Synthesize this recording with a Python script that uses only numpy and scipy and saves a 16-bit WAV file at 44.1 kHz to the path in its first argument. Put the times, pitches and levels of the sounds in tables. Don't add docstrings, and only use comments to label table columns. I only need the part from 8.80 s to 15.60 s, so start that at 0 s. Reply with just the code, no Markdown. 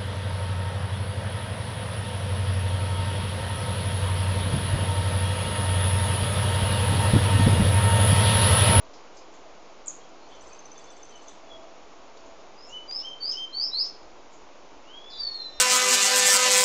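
import sys
import numpy as np
from scipy import signal
from scipy.fft import rfft, irfft, next_fast_len
from scipy.io import wavfile
from scipy.ndimage import uniform_filter1d, map_coordinates

SR = 44100
rng = np.random.default_rng(int(sys.argv[2]) if len(sys.argv) > 2 else 0)


def log_audio(samples):
    frames = np.atleast_2d(samples).T
    limited = np.clip(frames, -1, 1)
    pcm = np.round(limited * 32767).astype(np.int16)
    wavfile.write(sys.argv[1], SR, pcm)


def amplitude_ratio(level_db):
    exponent = np.asarray(level_db, float) / 20
    return 10 ** exponent


N = 299880


def unit(x):
    return x / np.sqrt(np.mean(x ** 2) + 1e-20)


def along(points, hz):
    f, value = np.transpose(points)
    return np.interp(np.log(hz + 1), np.log(f + 1), value)


def filtered(x, gain):
    size = next_fast_len(len(x) + 8192)
    return irfft(rfft(x, size) * gain(np.fft.rfftfreq(size, 1 / SR)), size)[:len(x)]


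def wobble(rate, size):
    knots = rng.standard_normal(max(int(size * rate / SR) + 4, 128))
    return map_coordinates(knots, [np.arange(size) * rate / SR])


def lifts(rows):
    t = np.arange(N) / SR
    return sum(db * np.exp(-((t - s) / half) ** 2) for s, half, db in rows)


def add(track, s, sound):
    part = track[round(s * SR):][:len(sound)]
    part += sound[:len(part)]


def whistle(s, hz, partials_db, waver=.002, flutter_db=1, edge=.004, pace=60):
    t = np.arange(s[0], s[-1], 1 / SR)
    glide = np.interp(t, s, hz)
    pitch = uniform_filter1d(glide, 1 + len(t) // 14, mode="nearest")
    phase = 2 * np.pi * np.cumsum(pitch * (1 + waver * wobble(pace, len(t)))) / SR
    tone = np.zeros(len(t))
    for number, db in enumerate(partials_db, 1):
        level_db = np.interp(t, s, db) + flutter_db * wobble(pace, len(t))
        tone += amplitude_ratio(level_db) * np.sin(number * phase)
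    ends = np.clip(np.minimum(t - s[0], s[-1] - t) / edge, 0, 1)
    return np.sqrt(2) * tone * ends


# (f/Hz, t60/s)
YARD_T60 = [(3000, 0.45), (5000, 0.37), (8000, 0.27)]
# (delay t/s, level/dB)
WALLS = [(.005, -6.5), (.0095, -8), (.014, -0.5), (0.022, -17), (0.0253, -1), (0.039, -15.5), (.047, -12),
         (0.069, -11), (0.095, -14.5)]


def yard(x, walls, echo_db, tail_db, scatter=0.):
    hz, t, z = signal.stft(rng.standard_normal(SR // 2), SR, nperseg=256)
    decay = amplitude_ratio(-60 * t / along(YARD_T60, hz)[:, None])
    tail = signal.istft(z * decay, SR, nperseg=256)[1]
    answer = amplitude_ratio(tail_db) * tail / np.linalg.norm(tail)
    for (late, db), shift in zip(walls, rng.standard_normal(len(walls))):
        answer[round(late * (1 + scatter * shift) * SR)] += amplitude_ratio(db)
    return np.pad(x, (0, len(answer) - 1)) + amplitude_ratio(echo_db) * signal.fftconvolve(x, answer)


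# (f/Hz, level/dB per Hz)
STREET = [(76, -70.5), (130, -17), (210, -12.5), (248, -11), (293, -6), (440, -6), (606, -5.5), (752, -6.5),
          (1080, -8.5), (1780, -19.5), (2280, -17.5), (4000, -22.5), (6800, -23.5), (8840, -50)]
# (f/Hz, level/dB per Hz)
RUMBLE = [(7.1, -24), (12, -20.5), (19, -2), (32, -8), (57, -8), (102, -26), (130, -35), (170, -59.5),
          (290, -120)]
# (t/s, level/dB)
STREET_LEVEL = [(0, -50.5), (.2, -50), (3.6, -50), (4.799, -51), (5.3, -51), (6.8, -51)]
# (t/s, half length/s, rumble lift/dB)
BUMPS = [(.7, 0.16, 2), (1.6, .08, 6), (2.69, .07, 5), (3.05, .05, 2), (4.13, 0.092, 5.5),
         (5.25, 0.07, 10.5), (6.45, 0.066, 13.5), (6.8, .06, 12)]
# (t/s, half length/s, lift/dB)
REVS = [(.68, 0.11, 6.5), (1.6, .15, 5), (2.8, 0.19, 11.5), (3.52, 0.12, 8)]


def street():
    s, db = np.transpose(STREET_LEVEL)
    street_db = np.interp(np.arange(N) / SR, s, db)
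    drone_db = -63.5 + 10 * (street_db - db.max()) + lifts(REVS) + 1.2 * wobble(13, N)
    air_db = street_db + 1.5 + 0.17 * wobble(4, N)
    rumble_db = -67 + lifts(BUMPS) + 2.2 * wobble(15, N)
    air = unit(filtered(rng.standard_normal(N), lambda f: amplitude_ratio(along(STREET[:-1], f))))
    low = unit(filtered(rng.standard_normal(N), lambda f: amplitude_ratio(along(RUMBLE, f))))
    drone = unit(filtered(rng.standard_normal(N), lambda f: 1 / (1 + ((f - 660) / 14) ** 2)))
    return amplitude_ratio(air_db) * air + amplitude_ratio(rumble_db) * low + amplitude_ratio(drone_db) * drone


# (t/s, level/dB, centre f/Hz, width/Hz, length/s)
TAPS = [(0.139, -46.5, 5050, 2510, 0.0056), (0.373, -45, 5540, 1800, 0.0044),
        (1.293, -36, 8000, 1200, .0004), (1.515, -57, 3310, 300, 0.019), (2.483, -51, 3500, 700, 0.0086),
        (3.374, -46.5, 5500, 3000, .004), (3.463, -55, 6800, 700, 0.0052),
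        (4.112, -23, 4770, 4200, 0.00032), (4.195, -44.5, 4250, 1800, 0.007),
        (4.512, -45.5, 5340, 2200, 0.013), (4.81, -44, 5900, 350, 0.0042), (5.033, -56, 7000, 2500, 0.0027),
        (5.054, -28, 7200, 3500, 0.00059), (5.066, -40.5, 5900, 700, 0.0035),
        (5.231, -48.5, 5540, 2500, 0.0037)]


def taps():
    out = np.zeros(N)
    t = np.arange(SR // 10) / SR - .05
    for at, db, centre, width, length in TAPS:
        echo_db = -14 + 12 * np.log10(1000 * length)
        puff = 100 * length * rng.standard_normal(len(t)) * np.exp(-((t / length) ** 2))
        puff[len(t) // 2] += 1
        puff = filtered(puff, lambda f: np.exp(-(((f - centre) / width) ** 2)))
        tap = amplitude_ratio(db) * puff / np.abs(puff).max()
        add(out, at + t[0], yard(tap, WALLS, echo_db, tail_db=8, scatter=0.23))
    return out


# (t/s, length/s, first f/Hz, last f/Hz, level/dB)
FAR = [(0.36, 0.049, 4900, 4850, -69.5), (1.186, 0.049, 3150, 3330, -68), (1.405, 0.043, 4350, 4150, -73),
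       (1.526, 0.036, 3230, 2920, -70), (1.701, 0.038, 2530, 2610, -66.5), (1.944, 0.046, 3510, 3445, -64),
       (2.061, 0.041, 3520, 3500, -66), (2.17, 0.06, 3500, 3500, -73.5), (2.291, 0.087, 3190, 2947, -62),
       (2.466, 0.023, 6650, 6750, -58), (2.665, 0.098, 3430, 3304, -61), (3.58, 0.073, 3660, 3620, -72)]


def far_whistles():
    out = np.zeros(N)
    for at, length, first, last, db in FAR:
        s = length * np.array([0, .4, 1])
        hz = [first, (first + last) / 2, last]
        swell_db = db + np.array([-8, 0, -5])
        tone = whistle(s, hz, [swell_db, swell_db - 20], waver=.008, flutter_db=3, pace=130)
        add(out, at, yard(tone, WALLS, echo_db=3, tail_db=-1, scatter=.2))
    return out


# (t/s from the start of its last fall, f/Hz, level/dB)
CHIP = [(-.024, 6570, -33.5), (-.021, 7460, -10), (-.016, 8240, -3), (-.012, 7570, 6), (-.004, 7350, -6.5),
        (0, 6750, -3), (.002, 6330, -12.5), (.0045, 5940, -15)]
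# (t/s, level/dB, echo level/dB, punch 0-1)
CHIPS = [(0.368, -57.5, 1, 0.9), (0.542, -64, 3, 0.3), (1.083, -20.5, -12.5, 1), (3.89, -60, 4, 0.2),
         (5.53, -62, 3.5, 0.5), (3.642, -78.5, -14, 0.4)]


def chips():
    out = np.zeros(N)
    s, hz, shape_db = np.transpose(CHIP)
    for at, db, echo_db, punch in CHIPS:
        tone = whistle(s, hz, [punch * shape_db + db], edge=.0015)
        add(out, at + s[0], yard(tone, WALLS, echo_db, tail_db=9, scatter=0.032))
    return out


# (t/s from its peak, f/Hz, level/dB)
PEEP = [(-.036, 4450, 5), (-.028, 4510, -3.5), (-.018, 4400, -6)]
TICK = [(-.008, 5950, -9), (-.004, 6170, -18), (-.002, 6450, -8), (0, 6150, 0), (.004, 6000, -4.5)]
FLICK = [(.001, 7000, -14), (.005, 7870, -5.5), (.009, 7950, 1.5), (.014, 7740, -16)]
# (t/s, tick level/dB, flick level/dB)
TRILL = [(1.49, -54, -51.5), (1.551, -48, -51), (1.6107, -43.5, -39), (1.6705, -44.5, -39),
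         (1.733, -40, -43), (1.7933, -38.5, -53), (1.857, -40, -50), (1.9184, -39.5, -50),
         (1.9804, -38.5, -41.5), (2.043, -43, -50), (2.105, -44.5, -42), (2.1675, -46.5, -40),
         (2.2326, -35.5, -42), (2.2949, -44, -46), (2.359, -42.5, -46), (2.4214, -46.5, -43),
         (2.484, -36.5, -39)]


def trill():
    out = np.zeros(N)
    for at, tick_db, flick_db in TRILL:
        detune, peep_luck = rng.standard_normal(2)
        # part, level dB, pitch stretch, echo dB, tail dB
        parts = [(TICK, tick_db - 4, 1 + .01 * detune, -6, -1),
                 (FLICK, flick_db, 1, 3, 8),
                 (PEEP, -65 + 1.5 * peep_luck, 1 + .02 * detune, -2, -1)]
        for part, level_db, stretch, echo_db, tail_db in parts:
            s, hz, shape_db = np.transpose(part)
            tone = whistle(s, hz * stretch, [shape_db + level_db], edge=.0022)
            add(out, at + s[0], yard(tone, WALLS[:3], echo_db, tail_db, scatter=.25))
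    return out


# (t/s, f/Hz, effort level/dB)
SLUR = [(6.05, 1334, -69), (6.101, 1515, -55.5), (6.15, 1633, -51.5), (6.219, 1675, -54),
        (6.309, 1754, -50.5), (6.42, 1774, -52), (6.55, 1842, -54), (6.68, 1815, -53.5),
        (6.81, 1834, -54.5)]
# (f/Hz, level/dB)
BEAK = [(1720, -20), (1850, -7), (3000, 5.5), (3700, -1), (4800, -35), (5300, -6), (6300, -40), (7300, -13)]


def slur():
    out = np.zeros(N)
    s, hz, effort_db = np.transpose(SLUR)
    partials_db = [effort_db + along(BEAK, k * hz) for k in range(1, 5)]
    tone = whistle(s, hz, partials_db, waver=.0006, flutter_db=1, pace=30)
    add(out, s[0], yard(tone, WALLS, echo_db=-9, tail_db=2.5, scatter=.1))
    return out


# (peak level/dB, pitch path of (t/s, f/Hz))
RISES = [(-51, [(3.765, 4700), (3.8, 5030), (3.835, 5190), (3.865, 5520)]), (-31.5, [(4.075, 4810),
         (4.105, 4757), (4.14, 5050), (4.175, 5284), (4.195, 5234), (4.212, 5520)]), (-28, [(4.4, 4580),
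         (4.428, 4558), (4.46, 4840), (4.5, 5100), (4.535, 5420)]), (-26.5, [(4.722, 3980), (4.745, 4385),
         (4.79, 4606), (4.825, 4976), (4.855, 5410), (4.872, 5430)]), (-26, [(4.908, 3800), (4.94, 4086),
         (4.985, 4540), (5.002, 5050), (5.035, 5210), (5.05, 5500)])]
# (share of its length, level/dB)
RISE_SWELL = [(0, -22), (0.201, -6), (.55, -4.5), (.72, 0), (1, -12)]


def rises():
    share, swell_db = np.transpose(RISE_SWELL)
    for db, path in RISES:
        s, hz = np.transpose(path)
        turns = s[0] + (s[-1] - s[0]) * share
        t = np.union1d(s, turns)
        yield t, np.interp(t, s, hz), db + np.interp(t, turns, swell_db), np.full(len(t), -36)


# (t/s, length/s, scoop/s, held f/Hz, level/dB)
HOLDS = [(3.88, .105, .062, 3010, -39), (4.215, .123, .04, 3135, -35.5), (4.535, .13, .05, 3150, -32.5)]
# (share of the scoop, offset f/Hz, offset level/dB, octave level/dB)
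SCOOP = [(0, -330, -22, -6), (.6, -130, -12, -9), (1, 0, 0, -25)]


def holds():
    share, under_hz, under_db, over_db = np.transpose(SCOOP)
    for at, length, scoop, hz, db in HOLDS:
        s = at + np.r_[scoop * share, length - .015, length]
        yield s, hz + np.r_[under_hz, 0, -90], db + np.r_[under_db, 0, -7], np.r_[over_db, -26, -26]


# (t/s, length/s, first f/Hz, last f/Hz, level/dB)
GRACES = [(4.517, .024, 3340, 2780, -47), (5.054, .014, 4300, 2600, -54)]


def graces():
    for at, length, first, last, db in GRACES:
        yield at + np.array([0, length]), np.array([first, last]), np.full(2, db), np.full(2, 1)


# (t/s, f/Hz, level/dB)
FALL = [(6.3, 4900, -52), (6.37, 4690, -51), (6.392, 4710, -41), (6.402, 4620, -34.5), (6.48, 4397, -35),
        (6.53, 4302, -41), (6.655, 4022, -42), (6.705, 4006, -53.5), (6.8, 4080, -53)]


def notes():
    yield from rises()
    yield from holds()
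    yield from graces()
    yield *np.transpose(FALL), np.full(len(FALL), -46)


# (delay t/s, level/dB)
PERCH_WALLS = [(.0075, -2.5), (0.0134, -24), (0.0187, -1.5), (0.029, -8.5), (0.038, -19), (0.048, -11.5),
               (.054, -8.5), (0.063, -12)]
# (f/Hz, echo level/dB)
BEAMING = [(3000, -9), (4300, -2.5), (5300, -1)]
# (f/Hz, level/dB)
FAR_WALL = [(3200, -16), (4200, -28), (6000, -34)]
# (glide/Hz per s, share of pitch)
STRAIN = [(3000, .0015), (6000, .004)]
# (t/s, f/Hz, level/dB)
RASP = [(6.3, 4750, -59), (6.32, 4200, -55), (6.34, 3800, -50), (6.365, 4000, -57), (6.397, 3720, -57)]


def singer():
    out = np.zeros(N)
    for s, hz, db, over_db in notes():
        glide = np.ptp(hz) / np.ptp(s)
        tone = whistle(s, hz, [db, db + over_db], waver=along(STRAIN, glide))
        add(out, s[0], yard(tone, PERCH_WALLS, along(BEAMING, hz.mean()), tail_db=-3))
        add(out, s[0] + 0.096, filtered(tone, lambda f: amplitude_ratio(along(FAR_WALL, f))))
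    s, hz, db = np.transpose(RASP)
    rasp = whistle(s, hz, [db], waver=.03, flutter_db=5, pace=600)
    add(out, s[0], yard(rasp, PERCH_WALLS, echo_db=-1.5, tail_db=-4.5))
    return out


def scene():
    birds = far_whistles() + chips() + trill() + slur() + singer()
    return (street() + taps() + birds)[None]


def low_pass(x):
    return signal.sosfilt(signal.butter(12, 9040, fs=SR, output="sos"), x)


# (f/Hz, level/dB)
INTAKE = [(6800, -0.5), (7200, -3), (7500, -13.5), (7800, -16.5), (7980, -33)]
# (f/Hz, level/dB)
OUTLET = [(7000, 0), (7600, -11), (8200, -16.5), (8700, -31), (9100, -36), (9400, -70)]


def record(dry):
    rate_hz = 16000
    taken = filtered(dry[0], lambda f: amplitude_ratio(along(INTAKE, f)) * np.clip((rate_hz / 2 - f) / 90, 0, 1))
    mirror = 2 * taken * np.cos(2 * np.pi * rate_hz * np.arange(N) / SR)
    played = filtered(taken + mirror, lambda f: amplitude_ratio(along(OUTLET, f)) * (f < 9500))
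    mix = played[None] + .0043
    return low_pass(mix)


dry = scene()
out = record(dry)
log_audio(out)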